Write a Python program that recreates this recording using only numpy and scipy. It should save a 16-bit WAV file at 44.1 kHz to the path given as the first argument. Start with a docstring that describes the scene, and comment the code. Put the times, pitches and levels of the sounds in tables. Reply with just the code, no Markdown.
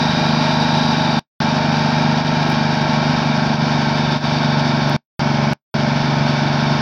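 """A V8 burnout on pavement, a few metres from the mono microphone of a dull, slightly saturated tape camcorder.
From the start the engine is held near 3000 rpm: uneven exhaust pulses throb once a cycle, the pipes rasp,
and the spinning rear tyres scrub and screech while a low squeal swells, then slowly fades. At 1.2 s the
sound cuts out briefly. The revs sag under load, taking the pitch of tread and screech with them, and the
level dips three times. Two more cuts come near 5 and 5.5 s; at the end the revs pick up a little."""
import sys
import numpy as np
from scipy.fft import rfft, irfft, next_fast_len
from scipy.io import wavfile
from scipy.ndimage import map_coordinates

SR = 44100
rng = np.random.default_rng(int(sys.argv[2]) if len(sys.argv) > 2 else 0)


def inscribe(sig):
    """Save sig as 16-bit PCM at rate SR to the path in sys.argv[1].

    A 1-D sig is mono; a 2-D sig holds one channel per row.
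    Samples are clipped to [-1, 1] before scaling.
    """
    pcm = np.round(np.clip(np.atleast_2d(sig).T, -1, 1) * 32767)
    wavfile.write(sys.argv[1], SR, pcm.astype(np.int16))


N = 300321
FULL_SPEED = 25  # engine cycles a second: 3000 rpm


def amp(db):
    """Decibels to gain."""
    return 10 ** (np.asarray(db) / 20)


def unit(x):
    """x at rms 1."""
    return x / np.sqrt(np.mean(x ** 2) + 1e-20)


def clock():
    """The time of each sample [s]."""
    return np.arange(N) / SR


def curve(rows):
    """(time, value) rows joined into one value per sample."""
    return np.interp(clock(), *np.transpose(rows))


def wobble(rate):
    """A smooth random curve, rate knots a second."""
    return map_coordinates(rng.standard_normal(int(N * rate / SR) + 4), [np.arange(N) * rate / SR])


def filtered(x, response):
    """x through a gain given as a function of frequency."""
    size = next_fast_len(N + SR // 2)
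    return irfft(rfft(x, size) * response(np.fft.rfftfreq(size, 1 / SR)), size)[..., :N]


def coloured(x, points):
    """x through (frequency [Hz], gain [dB]) points joined on a log axis."""
    f, db = np.transpose(points)
    return filtered(x, lambda hz: amp(np.interp(np.log(hz + 1), np.log(f), db)))


def ringing(x, modes):
    """x through (centre [Hz], width [Hz], gain [dB]) resonances of alternating sign."""
    return filtered(x, lambda f: sum(
        (-1) ** k * amp(db) * 1j * f * width / (centre ** 2 - f ** 2 + 1j * f * width)
        for k, (centre, width, db) in enumerate(modes)))


# the tape's response: (frequency [Hz], gain [dB])
TAPE_RESPONSE = [(20, 1), (5400, 2), (6000, -5.5), (6500, -14), (7000, -21.5), (8000, -30.5), (11000, -37),
                 (15000, -49)]

def tape(x, ceiling, steepest, crackle):
    """Tape rounds peaks, loses treble and blunts the steepest swings, leaving a fine crackle."""
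    saturated = x / (1 + (x / ceiling) ** 4) ** (1 / 4)
    dull = coloured(saturated, TAPE_RESPONSE)
    slope = np.diff(dull, prepend=0)
    excess = slope - np.clip(slope, -steepest, steepest)
    return dull - crackle * coloured(excess, [(9000, -0.5), (15000, -13.0)])


# faint ticks: (time [s], level [dB])
TICKS = [(2.485, -27.5), (2.502, -18), (2.519, -20.5), (4.897, -16.5)]

def camcorder_noise():
    """Tape hiss, line-scan whine and a few ticks lie far below the car."""
    whine = amp(-73) * np.sin(2 * np.pi * 15734 * clock())
    noise = whine + amp(-77) * rng.standard_normal((2, N))
    for time, db in TICKS:
        noise[:, int(time * SR)] += amp(db)
    return noise


# dips in level: (time [s], half width [s], gain [dB])
DIPS = [(2.235, .02, -4), (3.575, 0.026, -3.5), (4.201, 0.027, -10)]

def dips():
    """A gain that sinks briefly and recovers."""
    return amp(sum(db * np.exp(-((clock() - time) / width) ** 2) for time, width, db in DIPS))


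# stretches with sound: (start [s], end [s], start of one engine cycle [s])
STRETCHES = [(0, 1.194, .0554), (1.4024, 4.965, 1.4454), (5.194, 5.534, 5.2596), (5.7414, 6.9, 5.7925)]

def cut_outs(tail_db, tail_t60):
    """A gain that is open in each stretch, then drops to a faint, dying tail."""
    t = clock()
    gain = np.zeros(N)
    for start, end, _ in STRETCHES:
        tail = amp(tail_db - 60 * np.maximum(t - end, 0) / tail_t60)
        gain += (t >= start) * np.where(t < end, 1, tail)
    return gain


def slipping(speed, modes, flutter_db):
    """Rubber sticks and slips at random and rings the tread; the pitch follows the wheel speed."""
    travel = np.cumsum(speed) / FULL_SPEED
    ring = ringing(rng.standard_normal(N), modes)
    return unit(map_coordinates(ring, [travel], mode="mirror") * amp(flutter_db * wobble(30)))


# the tyres' high resonances: (centre [Hz], width [Hz], gain [dB])
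SCREECH_MODES = [(3594, 90, -4.5), (3820, 130, -1), (4710, 120, -4.5), (4920, 170, -12.5),
                 (5690, 150, -11.5)]
# the screech at the microphone: (time [s], level [dB])
SCREECH_LEVEL = [(1.15, -29.5), (1.45, -35.5), (3.7, -37.5), (4.4, -33), (4.9, -36), (5.3, -45.5),
                 (5.8, -43.5), (6.3, -36.5)]

def screech(speed):
    """The high note of slipping rubber comes and goes."""
    return amp(curve(SCREECH_LEVEL)) * slipping(speed, SCREECH_MODES, flutter_db=1.0)


# the tyres' low resonance: (centre [Hz], width [Hz], gain [dB])
SQUEAL_MODE = [(893, 55, 0)]

def squeal(attack_s, swell_db, fade_db_per_s):
    """A low squeal builds, its swing limited by friction, and fades as the rubber heats."""
    t = clock()
    level_db = -27 - fade_db_per_s * t - swell_db * np.maximum(1 - t / attack_s, 0)
    limited = np.tanh(unit(ringing(rng.standard_normal(N), SQUEAL_MODE)))
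    return amp(level_db) * unit(ringing(limited, [(908, 390, 0)]))


# rubber scrubbing the pavement: (frequency [Hz], level [dB])
SCRUB_SPECTRUM = [(400, -24.5), (900, -1.5), (1500, 0.5), (2000, -5.5), (2450, -3.5), (3100, -1),
                  (4100, -4.5), (4600, -0.5), (5400, -2.5), (6000, -3.5), (9000, -4.5)]
# the tread's resonances: (centre [Hz], width [Hz], gain [dB])
TREAD_MODES = [(1335, 66, -2), (1609, 60, 3.5), (1860, 46, -2), (2368, 64, 2.5), (2888, 50, -15)]

def scrub(speed):
    """The grainy hiss of tearing rubber and the ringing tread grow with wheel speed."""
    level_db = -28 + 1.3 * (speed - FULL_SPEED)
    grain = amp(wobble(400) + 0.92 * wobble(35))
    hiss = amp(2.5) * unit(coloured(grain * rng.standard_normal(N), SCRUB_SPECTRUM))
    tread = amp(-4.5) * slipping(speed, TREAD_MODES, flutter_db=0.5)
    return amp(level_db) * (hiss + tread)


# turbulence at the tailpipes: (frequency [Hz], level [dB])
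RUMBLE_SPECTRUM = [(20, -19), (38, -13), (65, -3), (120, -8.5), (230, 6.5), (380, -2.5), (600, -8.5),
                   (1500, -48)]

def rumble():
    """Turbulent gas leaves the pipes as a steady low noise."""
    return unit(coloured(rng.standard_normal(N), RUMBLE_SPECTRUM))


# gas puffs at the tailpipes: (frequency [Hz], level [dB])
RASP_SPECTRUM = [(300, -17.5), (480, -14.5), (620, -5), (720, -2.5), (850, -0.5), (1000, -9), (1090, -5.5),
                 (1220, -20), (1350, -6), (1650, -8.5), (1980, -18), (2300, -11.5), (2800, -23.5),
                 (6000, -23.5)]

def rasp(cycles, depth, repeat, size=1600):
    """A puff of gas at each of the eight firings; part of its ragged shape recurs every cycle."""
    puffs = 1 + depth * np.cos(2 * np.pi * 8 * cycles)
    recurring = map_coordinates(rng.standard_normal(size), [cycles % 1 * size], mode="grid-wrap")
    return unit(coloured(puffs * (rng.standard_normal(N) + repeat * recurring), RASP_SPECTRUM))


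def harmonic_db(speed, fast_db, slow_db):
    """A harmonic's level changes as the revs slide it through the pipes' resonances."""
    return np.interp(speed, [24, 25], [slow_db, fast_db])


# high exhaust harmonics: (multiple of the cycle rate, level at 3000 rpm [dB], level at 2880 rpm [dB])
BARK_HARMONICS = [(15, -18, -16.5), (16, -30, -24), (17, -28.5, -20), (19, -20.5, -35.5), (23, -22, -24),
                  (24, -15, -24), (25, -12, -12.5), (26, -19, -14.5), (27, -15.5, -19.5), (28, -18, -14.5),
                  (29, -19.5, -21.5), (30, -21, -34), (32, -18, -23), (33, -13, -28.5), (34, -15.5, -21),
                  (35, -15, -25), (36, -24, -21), (37, -19, -25), (38, -25, -20), (39, -23.5, -17.5),
                  (40, -28, -20), (44, -19.5, -23), (45, -26, -18), (53, -20, -24)]

def bark(speed, cycles, flutter_db, smear_rad):
    """The exhaust's upper harmonics, shaken in size and timing."""
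    sound = np.zeros(N)
    for order, *levels in BARK_HARMONICS:
        gain = amp(harmonic_db(speed, *levels) + flutter_db * wobble(12))
        sound += gain * np.cos(2 * np.pi * (order * cycles + rng.random()) + smear_rad * wobble(22))
    return unit(sound)


# low exhaust harmonics: (multiple of the cycle rate, level at 3000 rpm [dB], level at 2880 rpm [dB])
BOOM_HARMONICS = [(2, -29.5, -37.5), (3, -20, -22.5), (4, -14, -17), (5, -15, -11.5), (6, 0.5, 2),
                  (7, -5.5, -7), (8, -10.5, -14.5), (9, -1.5, -4), (10, -4, -4), (11, -15.5, -12),
                  (12, -24.5, -28), (13, -14.5, -15)]

def boom(speed, cycles, flutter_db, size=256):
    """Each cycle kicks the pipes into a decaying swing; its harmonics waver a little."""
    orders, fast_db, slow_db = np.transpose(BOOM_HARMONICS)
    mean_db = np.interp(np.arange(size // 2 + 1), orders, (fast_db + slow_db) / 2)
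    cepstrum = irfft(np.log(amp(mean_db)))
    phase = 2 * rfft(cepstrum[:size // 2], size).imag  # minimum phase: the kick first, then the decay
    sound = np.zeros(N)
    for order, *levels in BOOM_HARMONICS:
        gain = amp(harmonic_db(speed, *levels) + flutter_db * wobble(22))
        sound += gain * np.cos(2 * np.pi * order * cycles + phase[int(order)])
    return -unit(sound)


def crank(speed):
    """Engine cycles counted from a cycle start in each stretch."""
    count = np.cumsum(speed) / SR
    cycles = count.copy()
    for start, _, beat in STRETCHES:
        cycles[int(start * SR):] = count[int(start * SR):] - count[int(beat * SR)]
    return cycles


def exhaust(speed):
    """Four layers leave the pipes together; the throttle is held, so they keep one strength."""
    cycles = crank(speed) + 0.0016 * wobble(14)
    pipes = amp(-1.4) * boom(speed, cycles, flutter_db=1.47)
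    pipes += amp(-9.5) * bark(speed, cycles, flutter_db=1.9, smear_rad=0.25)
    pipes += amp(-8.5) * rasp(cycles, depth=0.4, repeat=0.73)
    pipes += amp(-13) * rumble()
    return amp(-18) * pipes


# the revs sag under load, then pick up a little: (time [s], engine speed [cycles/s])
ENGINE_SPEED = [(0, 25.16), (0.8, 25.17), (1.19, 24.74), (2.3, 24.95), (3.85, 24.35), (4.35, 24.35),
                (5.4, 23.69), (6.1, 23.95), (6.81, 24.09)]

def scene():
    """The car stays on one spot of pavement, a few metres from the microphone."""
    speed = curve(ENGINE_SPEED)
    car = exhaust(speed) + scrub(speed)
    car += squeal(attack_s=0.45, swell_db=5, fade_db_per_s=1.5) + screech(speed)
    return np.array([car, car])


def record(dry):
    """The camcorder's microphone feeds a dull, faintly noisy tape; the sound dips and cuts out."""
    sound = tape(dry, ceiling=0.68, steepest=0.061, crackle=0.55) * dips() + camcorder_noise()
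    sound *= cut_outs(tail_db=-20.5, tail_t60=0.086)
    return filtered(sound, lambda hz: hz < 15830)


dry = scene()
out = record(dry)
inscribe(out)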